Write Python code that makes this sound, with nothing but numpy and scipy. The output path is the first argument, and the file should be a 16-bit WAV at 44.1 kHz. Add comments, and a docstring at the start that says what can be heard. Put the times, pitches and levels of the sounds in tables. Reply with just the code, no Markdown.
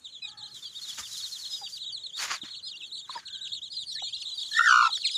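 """Chicks and a hen in a dirt yard

Chicks peep beside a block wall, each peep a short whistle that arches or slides in pitch. The hen
gives one squawk: two membranes sound at once while her fluttering throat makes a trill.
Feet scuff the grit, with short raspy clucks, low thuds and sharp ticks between. Far off, fowl call
and traffic rumbles. The wall and ground add a quick echo, and a phone close by picks it all up."""
import sys
import numpy as np
from scipy import signal
from scipy.fft import rfft, irfft
from scipy.io import wavfile
from scipy.ndimage import uniform_filter1d

SR = 44100
rng = np.random.default_rng(int(sys.argv[2]) if len(sys.argv) > 2 else 0)


def master_out(mix):
    """Clip the mix to full scale and print it as 16-bit PCM to the path in sys.argv[1]."""
    frames = np.transpose(np.atleast_2d(mix))
    ceiling = np.clip(frames, -1, 1)
    pcm = np.round(ceiling * 32767).astype(np.int16)
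    wavfile.write(sys.argv[1], SR, pcm)


N = 228168

# Tone of the traffic and air: f/Hz, relative level/dB per Hz
YARD_SPECTRUM = [(30, -26), (110, -3.5), (300, -16), (700, -19), (2000, -21), (11000, -22)]
# Distant calls: start t/s, length/s, pitch f/Hz, relative level/dB of harmonics 2, 3 and 4
FOWL_CALLS = [(0.219, 0.32, 423, -59.5, -61.5, -62.5), (3.16, 0.37, 394, -89, -77, -57.5)]
# Feet on the ground: loudest t/s, rise/s, drag/s, fine grit level/dB, sole level/dB
FOOTSTEPS = [(.55, 0.0315, 0.095, -51, -69.5), (.89, 0.17, 0.043, -45, -64.5),
             (0.987, 0.013, 0.0029, -36, -49.5), (1.131, 0.222, .64, -38, -65),
             (2.219, 0.049, 0.021, -34, -46.5), (2.311, 0.069, 0.032, -43.5, -46),
             (2.441, 0.0136, 0.044, -59, -59.5), (3.127, 0.069, 0.08, -60, -60),
             (4.49, 0.28, 0.76, -48, -74.5)]
# Raspy clucks, low thuds, scuffs and sharp ticks: t/s, level/dB, rough pitch f/Hz, cycles to the peak
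SHORT_SOUNDS = [(0.984, -49, 251, 1.72), (0.985, -44, 1300, 11), (1.001, -53, 73.5, 0.79),
                (1.611, -43, 837.3, 9.5), (2.3, -31.5, 1187, 15.6), (2.432, -38.5, 261.5, 0.97),
                (3.094, -31, 1113, 3), (3.149, -33.5, 978, 13.2), (3.174, -38.5, 1790, 5.9),
                (4.021, -36.5, 755, 3.8), (3.135, -35, 9600, 3.6), (4.976, -34, 1927, 1)]
# The hen's two voices: t/s, upper f/Hz, its relative level/dB, lower f/Hz, its relative level/dB
HEN_VOICES = [(4.515, 1650, -54.5, 1400, -85), (4.585, 1830, -21, 1400, -39), (4.6, 1855, -39, 1413, -9.5),
              (4.625, 1808, -30, 1391, -37), (4.655, 1900, -27.5, 1506, -23.5),
              (4.69, 1530, -21.5, 1330, -20.5), (4.74, 1445, -24.5, 1211, -19),
              (4.83, 1368, -29, 1205, -19), (4.875, 1309, -23, 1045, -37), (4.89, 1290, -49, 910, -33),
              (4.925, 1177, -57, 840, -106.5)]
# Nearest chicks: start t/s, length/s, top f/Hz, fall to the end/Hz, top's share of length, level/dB
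# A share below 0 means the peep only slides down; a negative fall makes it scoop up.
NEAR_PEEPS = [(0.041, 0.039, 4130, 1172, -0.31, -39), (0.118, 0.057, 4180, 1000, -0.19, -42),
              (0.218, 0.041, 4025, 313, -0.05, -34), (0.219, 0.047, 2539, 85, -0.24, -39.5),
              (0.37, 0.048, 4400, 1091, 0.33, -45), (0.422, 0.051, 4180, 1114, 0.5, -40),
              (0.509, 0.07, 4236, 700, -0.021, -43), (0.618, 0.0647, 3560, 568, 0.065, -39.5),
              (0.648, 0.036, 4700, 309, 0.61, -41.5), (0.741, 0.06, 3765, 498, 0.6, -40.5),
              (0.811, 0.055, 4330, 1006, 0.31, -38.5), (0.867, 0.052, 4010, 1053, -0.36, -36),
              (0.916, 0.025, 4420, 298, 0.45, -40.5), (1.023, 0.051, 3650, 948, 0.25, -43),
              (1.107, 0.065, 3924, 699, 0.21, -40.5), (1.167, 0.051, 4140, 997, 0.127, -38.5),
              (1.221, 0.044, 4401, 895, 0.26, -34), (1.313, 0.062, 4343, 1310, 0.12, -36),
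              (1.386, 0.077, 4434, 1400, 0.12, -38.5), (1.443, 0.04, 4240, 1200, 0.42, -37),
              (1.503, 0.19, 5076, 600, -0.046, -41), (1.526, 0.042, 3860, 400, 0.45, -34),
              (1.63, 0.048, 3870, 1298, 0.21, -37.5), (1.72, 0.065, 4718, 2104, 0.31, -37.5),
              (1.799, 0.055, 4310, 1193, -0.47, -35.5), (1.856, 0.055, 3870, 898, 0.37, -36),
              (1.92, 0.066, 4610, 1592, -0.012, -35.5), (2.032, 0.04, 4350, 899, 0.2, -33),
              (2.12, 0.066, 3760, 801, 0.545, -38), (2.163, 0.053, 4630, 1303, 0.557, -36.5),
              (2.308, 0.065, 4850, 896, 0.44, -39), (2.412, 0.029, 4040, 1192, -0.42, -36.5),
              (2.454, 0.04, 4260, 1300, 0.24, -42.5), (2.503, 0.054, 4250, 1600, 0.13, -37.5),
              (2.537, 0.05, 4430, 498, 0.58, -39.5), (2.624, 0.069, 4200, 1295, 0.32, -38.5),
              (2.64, 0.07, 5014, 452, 0.44, -41.5), (2.705, 0.077, 2740, -1700, 0.57, -40.5),
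              (2.815, 0.039, 3980, 794, -0.15, -40), (2.802, 0.042, 2558, -250, 0.72, -39),
              (2.914, 0.046, 4120, 706, 0.53, -34.5), (2.948, 0.06, 4350, 1000, -0.47, -38),
              (3.085, 0.033, 4060, 903, 0.34, -38), (3.132, 0.074, 5070, 1203, 0.5, -46),
              (3.251, 0.038, 4500, 1794, -0.19, -37.5), (3.32, 0.046, 3620, 593, -0.37, -38),
              (3.326, 0.037, 4160, 504, 0.35, -38), (3.406, 0.056, 3970, 1007, 0.44, -33),
              (3.444, 0.036, 4160, 1597, -0.15, -37), (3.452, 0.032, 3860, 407, 0.11, -47),
              (3.514, 0.029, 3775, 204, 0.67, -33), (3.515, 0.038, 4396, 1703, 0.64, -37),
              (3.614, 0.038, 4000, 499, 0.64, -35), (3.697, 0.051, 4320, 1450, 0.18, -42),
              (3.711, 0.063, 4950, 520, 0.46, -39), (3.764, 0.042, 4155, 486, 0.043, -30),
              (3.865, 0.067, 4550, 897, -0.34, -35), (3.939, 0.069, 4860, 1736, -0.74, -35.5),
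              (4.013, 0.053, 3990, 573, -0.63, -36), (4.029, 0.062, 4280, 1056, 0.3, -34),
              (4.123, 0.05, 4130, 1195, 0.58, -32), (4.197, 0.033, 4200, 1607, 0.16, -35.5),
              (4.249, 0.038, 4065, 523, 0.6, -32.5), (4.314, 0.032, 4020, 129, 0.48, -31.5),
              (4.372, 0.034, 3880, 507, -0.043, -32), (4.41, 0.025, 4020, 894, -0.3, -28.5),
              (4.509, 0.043, 4410, 1006, -0.35, -31.5), (4.53, 0.032, 3690, 622, 0.59, -32),
              (4.803, 0.061, 4360, 1297.5, 0.25, -34.5), (4.902, 0.045, 3950, 895, 0.057, -32.5),
              (4.922, 0.052, 4551, 1296, -0.7, -26), (5.005, 0.018, 4500, 600, 0.37, -32),
              (5.03, 0.03, 2964, 898.5, -0.19, -35), (5.036, 0.062, 3780, 1702, 0.23, -36.5),
              (5.043, 0.036, 4286, 1301, 0.35, -24.5), (5.048, 0.044, 4890, 304, 0.4, -37),
              (5.14, 0.039, 4140, 801.5, -0.64, -24)]
# One chick's three quick arches: start t/s, spacing/s, top f/Hz, fall/Hz, level/dB
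CHICK_WARBLE = (5.103, 0.0205, 5130, 600, -35)

FLOCK_TOP_HZ, FLOCK_SPREAD_HZ, FLOCK_END_HZ, FLOCK_PEEP_S = 3998, 330, 2931, 0.059  # farther chicks


def undb(db):
    """Turn decibels into a gain."""
    return 10 ** (np.asarray(db) / 20)


def band(x, lo_hz, hi_hz):
    """Keep one band of frequencies, scaled to a typical size (rms) of 1."""
    y = signal.sosfilt(signal.butter(2, [lo_hz, hi_hz], "bandpass", fs=SR, output="sos"), x)
    return y / np.std(y)


def colour(x, points):
    """Shape the tone with a curve through (f/Hz, level/dB) points."""
    hz, db = np.transpose(points)
    f = np.maximum(np.arange(N // 2 + 1) * SR / N, 1)
    return irfft(rfft(x) * undb(np.interp(np.log(f), np.log(hz), db)), N)


def wander(per_s):
    """A smooth random wobble of typical size 1, with per_s new values a second."""
    hold = int(SR / per_s)
    stairs = np.repeat(rng.standard_normal(N // hold + 1), hold)
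    y = uniform_filter1d(uniform_filter1d(stairs, hold), hold)[:N]
    return y / np.std(y)


def add(out, start_s, x):
    """Mix x into out from start_s on."""
    i = int(np.clip(start_s * SR, 0, N - 1))
    out[i:i + len(x)] += x[:N - i]


def traffic_and_air(level_db=-63.5):
    """Distant traffic rumble and air: half-octave bands of noise, each flickering on its own."""
    out = np.zeros(N)
    freqs, levels = np.transpose(YARD_SPECTRUM)
    for hz in 30 * 2 ** np.arange(0, 8.6, .5):
        db = np.interp(np.log(hz), np.log(freqs), levels) + 10 * np.log10(hz) + 3 * wander(4.75)
        out += undb(db) * band(rng.standard_normal(N), hz * .84, hz * 1.19)
    return out / np.std(out) * undb(level_db)


def far_fowl():
    """Faint drawn-out calls, blurred by distance into narrow bands of noise."""
    out = np.zeros(N)
    for start, length, hz, *levels in FOWL_CALLS:
        progress = np.arange(int(length * SR)) / (length * SR)
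        for k, db in enumerate(levels, 2):
            blur = band(rng.standard_normal(len(progress)), k * hz * .95, k * hz * 1.05)
            add(out, start, undb(db - 3) * np.sin(np.pi * progress) ** .5 * blur)
    return out


def grit(scatter_db, share):
    """Many small grains: noise in which a share of the samples are clicks of very mixed size."""
    noise = rng.standard_normal(N)
    is_click = rng.random(N) < share
    return noise * (1 + is_click * undb(scatter_db * np.minimum(rng.exponential(size=N), 3)))


def foot_pressure(levels, rise_db=14.5, sag_db_per_s=18, lift_s=0.053):
    """How hard the feet press: each step swells, sags while dragged and lifts off."""
    out, t = np.zeros(N), np.arange(N) / SR
    for (peak, rise, drag, *_), db in zip(FOOTSTEPS, levels):
        lift, sag = peak + drag, -sag_db_per_s * drag
        times = [peak - 2 * rise, peak - rise, peak, lift, lift + lift_s, lift + 2 * lift_s]
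        out += undb(db + np.interp(t, times, [-60, -rise_db, 0, sag, sag - rise_db, -60]))
    return out


def feet():
    """Fine grit hisses high; a dragged sole grinds lower, and broader the harder it presses."""
    *_, grit_db, sole_db = np.transpose(FOOTSTEPS)
    fine = colour(grit(4.9, 0.056), [(1200, -47.5), (3000, -5.5), (5000, 5), (15000, -3)])
    coarse = grit(3.5, 0.027)
    broad = colour(coarse, [(250, -12.5), (900, 4), (2500, 8.5), (7000, 2.5), (12000, -54)])
    drag = foot_pressure(sole_db) * undb(2.2 * wander(90))
    hiss = fine / np.std(fine) * foot_pressure(grit_db) * undb(2.14 * wander(40.29))
    grind = band(coarse, 1000, 2286) * drag
    scrape = broad / np.std(broad) * undb(27.5) * drag ** 1.346
    return hiss + grind + scrape


def clucks_thuds_and_ticks():
    """Each cluck, thud, scuff or tick is a brief raspy tone that swells, sinks in pitch and dies."""
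    out, t = np.zeros(N), np.arange(int(.15 * SR)) / SR
    for start, db, hz, cycles in SHORT_SOUNDS:
        age = t * hz / cycles  # 1 at the peak
        swell = (age * np.exp(1 - age)) ** 2
        ring = np.sin(2 * np.pi * np.cumsum(hz * (0.9 + 0.22 * np.exp(-age))) / SR)
        rasp = 1 + 1.65 * uniform_filter1d(rng.standard_normal(len(t)), size=40)
        add(out, start, undb(db) * swell * ring * rasp)
    return out


def wall_echo(x):
    """The wall and ground throw back a quick cloud of echoes with a faint longer tail."""
    t = np.arange(int(.3 * SR)) / SR
    fade = np.exp(-t / 0.0054) + 0.055 * np.exp(-t / 0.027)
    echo = rng.standard_normal(len(t)) * (t > .002) * fade
    return signal.fftconvolve(x, echo / np.sqrt(np.sum(echo ** 2)))[:N]


def peep(length, top_hz, fall_hz, top_at, db, octave_db, breath_db):
    """An arching whistle with a weaker octave; unsteady breath shakes its pitch and level."""
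    attack_s, max_climb_hz, shake_hz_per_db = 0.0044, 1100, 18
    n = int(length * SR)
    progress = np.arange(n) / (length * SR)
    drop_hz = fall_hz * ((progress - top_at) / (1 - top_at)) ** 2
    drop_hz = np.where(progress < top_at, max_climb_hz * np.tanh(drop_hz / max_climb_hz), drop_hz)
    hz = top_hz - drop_hz + shake_hz_per_db * breath_db[n:2 * n]
    phase = 2 * np.pi * np.cumsum(hz) / SR
    swell = np.tanh(progress * length / attack_s) ** 2 * (1 - progress ** 12.8) ** 0.5
    return swell * undb(db + breath_db[:n]) * (np.sin(phase) + undb(octave_db) * np.sin(2 * phase))


def hidden_chicks(peeps_per_s=45, alarm_s=3.78):
    """Steady twitter; from alarm_s on, as a hand comes near, it is louder and wider in pitch."""
    out, steady_breath = np.zeros(N), np.zeros(N // 10)
    for k, (lag, pitch, loud) in enumerate(rng.standard_normal((int(peeps_per_s * N / SR), 3))):
        start = (k + lag) / peeps_per_s
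        spread_hz, db = (850, -41) if start > alarm_s else (FLOCK_SPREAD_HZ, -52.5)
        top_hz = FLOCK_TOP_HZ + spread_hz * pitch
        fall_hz = top_hz - FLOCK_END_HZ
        add(out, start, peep(FLOCK_PEEP_S, top_hz, fall_hz, 0.2793, db + 4 * loud, -10.5, steady_breath))
    return out


def hen(trill_hz=59.95, puff_peak_s=4.7275):
    """Two membranes sing; the throat's flutter chops the lower voice into puffs and shakes the upper."""
    t = np.arange(N) / SR
    times, *columns = np.transpose(HEN_VOICES)
    upper_hz, upper_db, lower_hz, lower_db = [np.interp(t, times, c, -120, -120) for c in columns]
    flutter = 2 * np.pi * trill_hz * (t - puff_peak_s)
    puff = np.exp(2.86 * (np.cos(flutter) - 1))
    upper_hz *= 1 - 0.03 * np.cos(flutter) + 0.011 * wander(300)
    lower_hz *= 1 + 0.025 * wander(300)
    upper_phase, lower_phase = 2 * np.pi * np.cumsum([upper_hz, lower_hz], axis=1) / SR
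    upper_gain = undb(upper_db + 3 + 1.5 * wander(250)) * (1 + .6 * np.cos(flutter + 2.5))
    lower_gain = undb(lower_db + 9) * puff
    voice = upper_gain * np.sin(upper_phase) + lower_gain * np.sin(lower_phase)
    # The membranes slap shut unevenly, adding rough harmonics 2 to 6.
    for k, db in enumerate([-7, -11, -15, -21, -25], 2):
        rasp = upper_gain * (0.4 + puff) * np.sin(k * upper_phase)
        rasp += 0.2 * lower_gain * np.sin(k * lower_phase)
        voice += undb(db + 2.5 * wander(300)) * rasp
    air = undb(-25) * upper_gain * band(rng.standard_normal(N), 2300, 6200)  # follows her effort
    return voice + air


def near_chicks():
    """Close peeps, each answered by two softer ones from behind the hen, and one short warble."""
    out, breath_db = np.zeros(N), 1.89 * wander(140)
    for start, *shape, db in NEAR_PEEPS:
        breath = breath_db[int(start * SR * .8):]  # each peep gets its own stretch of wobble
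        octave_db = -16 + 0.15 * (db + 31.5) + 3 * rng.standard_normal()  # louder is brighter
        add(out, start, peep(*shape, db, octave_db, breath))
        for lag, pitch, arch, loud in rng.standard_normal((2, 4)):
            top_hz = FLOCK_TOP_HZ + FLOCK_SPREAD_HZ * pitch
            top_at = np.clip(0.33 + 0.1501 * arch, -.4, .45)
            reply_db = min(db, -33) - 9 + 3 * loud
            reply = peep(FLOCK_PEEP_S, top_hz, top_hz - FLOCK_END_HZ, top_at, reply_db, -12.5, breath[::2])
            add(out, start + .026 * abs(lag), reply)
    start, spacing, top_hz, fall_hz, db = CHICK_WARBLE
    for k in range(3):
        add(out, start + k * spacing, peep(spacing, top_hz, fall_hz, 0.76, db, -7.5, breath_db))
    return out


def scene():
    """Mix the yard in one channel; the hidden chicks are heard only as echoes."""
    nearby, squawk = near_chicks() + clucks_thuds_and_ticks(), hen()
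    echo = undb(-7.5) * wall_echo(nearby + hidden_chicks() + 1.4 * squawk)
    return (nearby + squawk + echo + feet() + far_fowl() + traffic_and_air())[None]


def record(dry, cutoff_hz=15400):
    """The phone's microphone is bright near 7 kHz, duller above, and cuts the top steeply."""
    heard = colour(dry, [(5900, 0), (7000, 3), (8200, -8), (9200, -4.5), (15000, -12.5)])
    return signal.sosfilt(signal.ellip(10, .2, 80, cutoff_hz, fs=SR, output="sos"), heard)


dry = scene()
out = record(dry)
master_out(out)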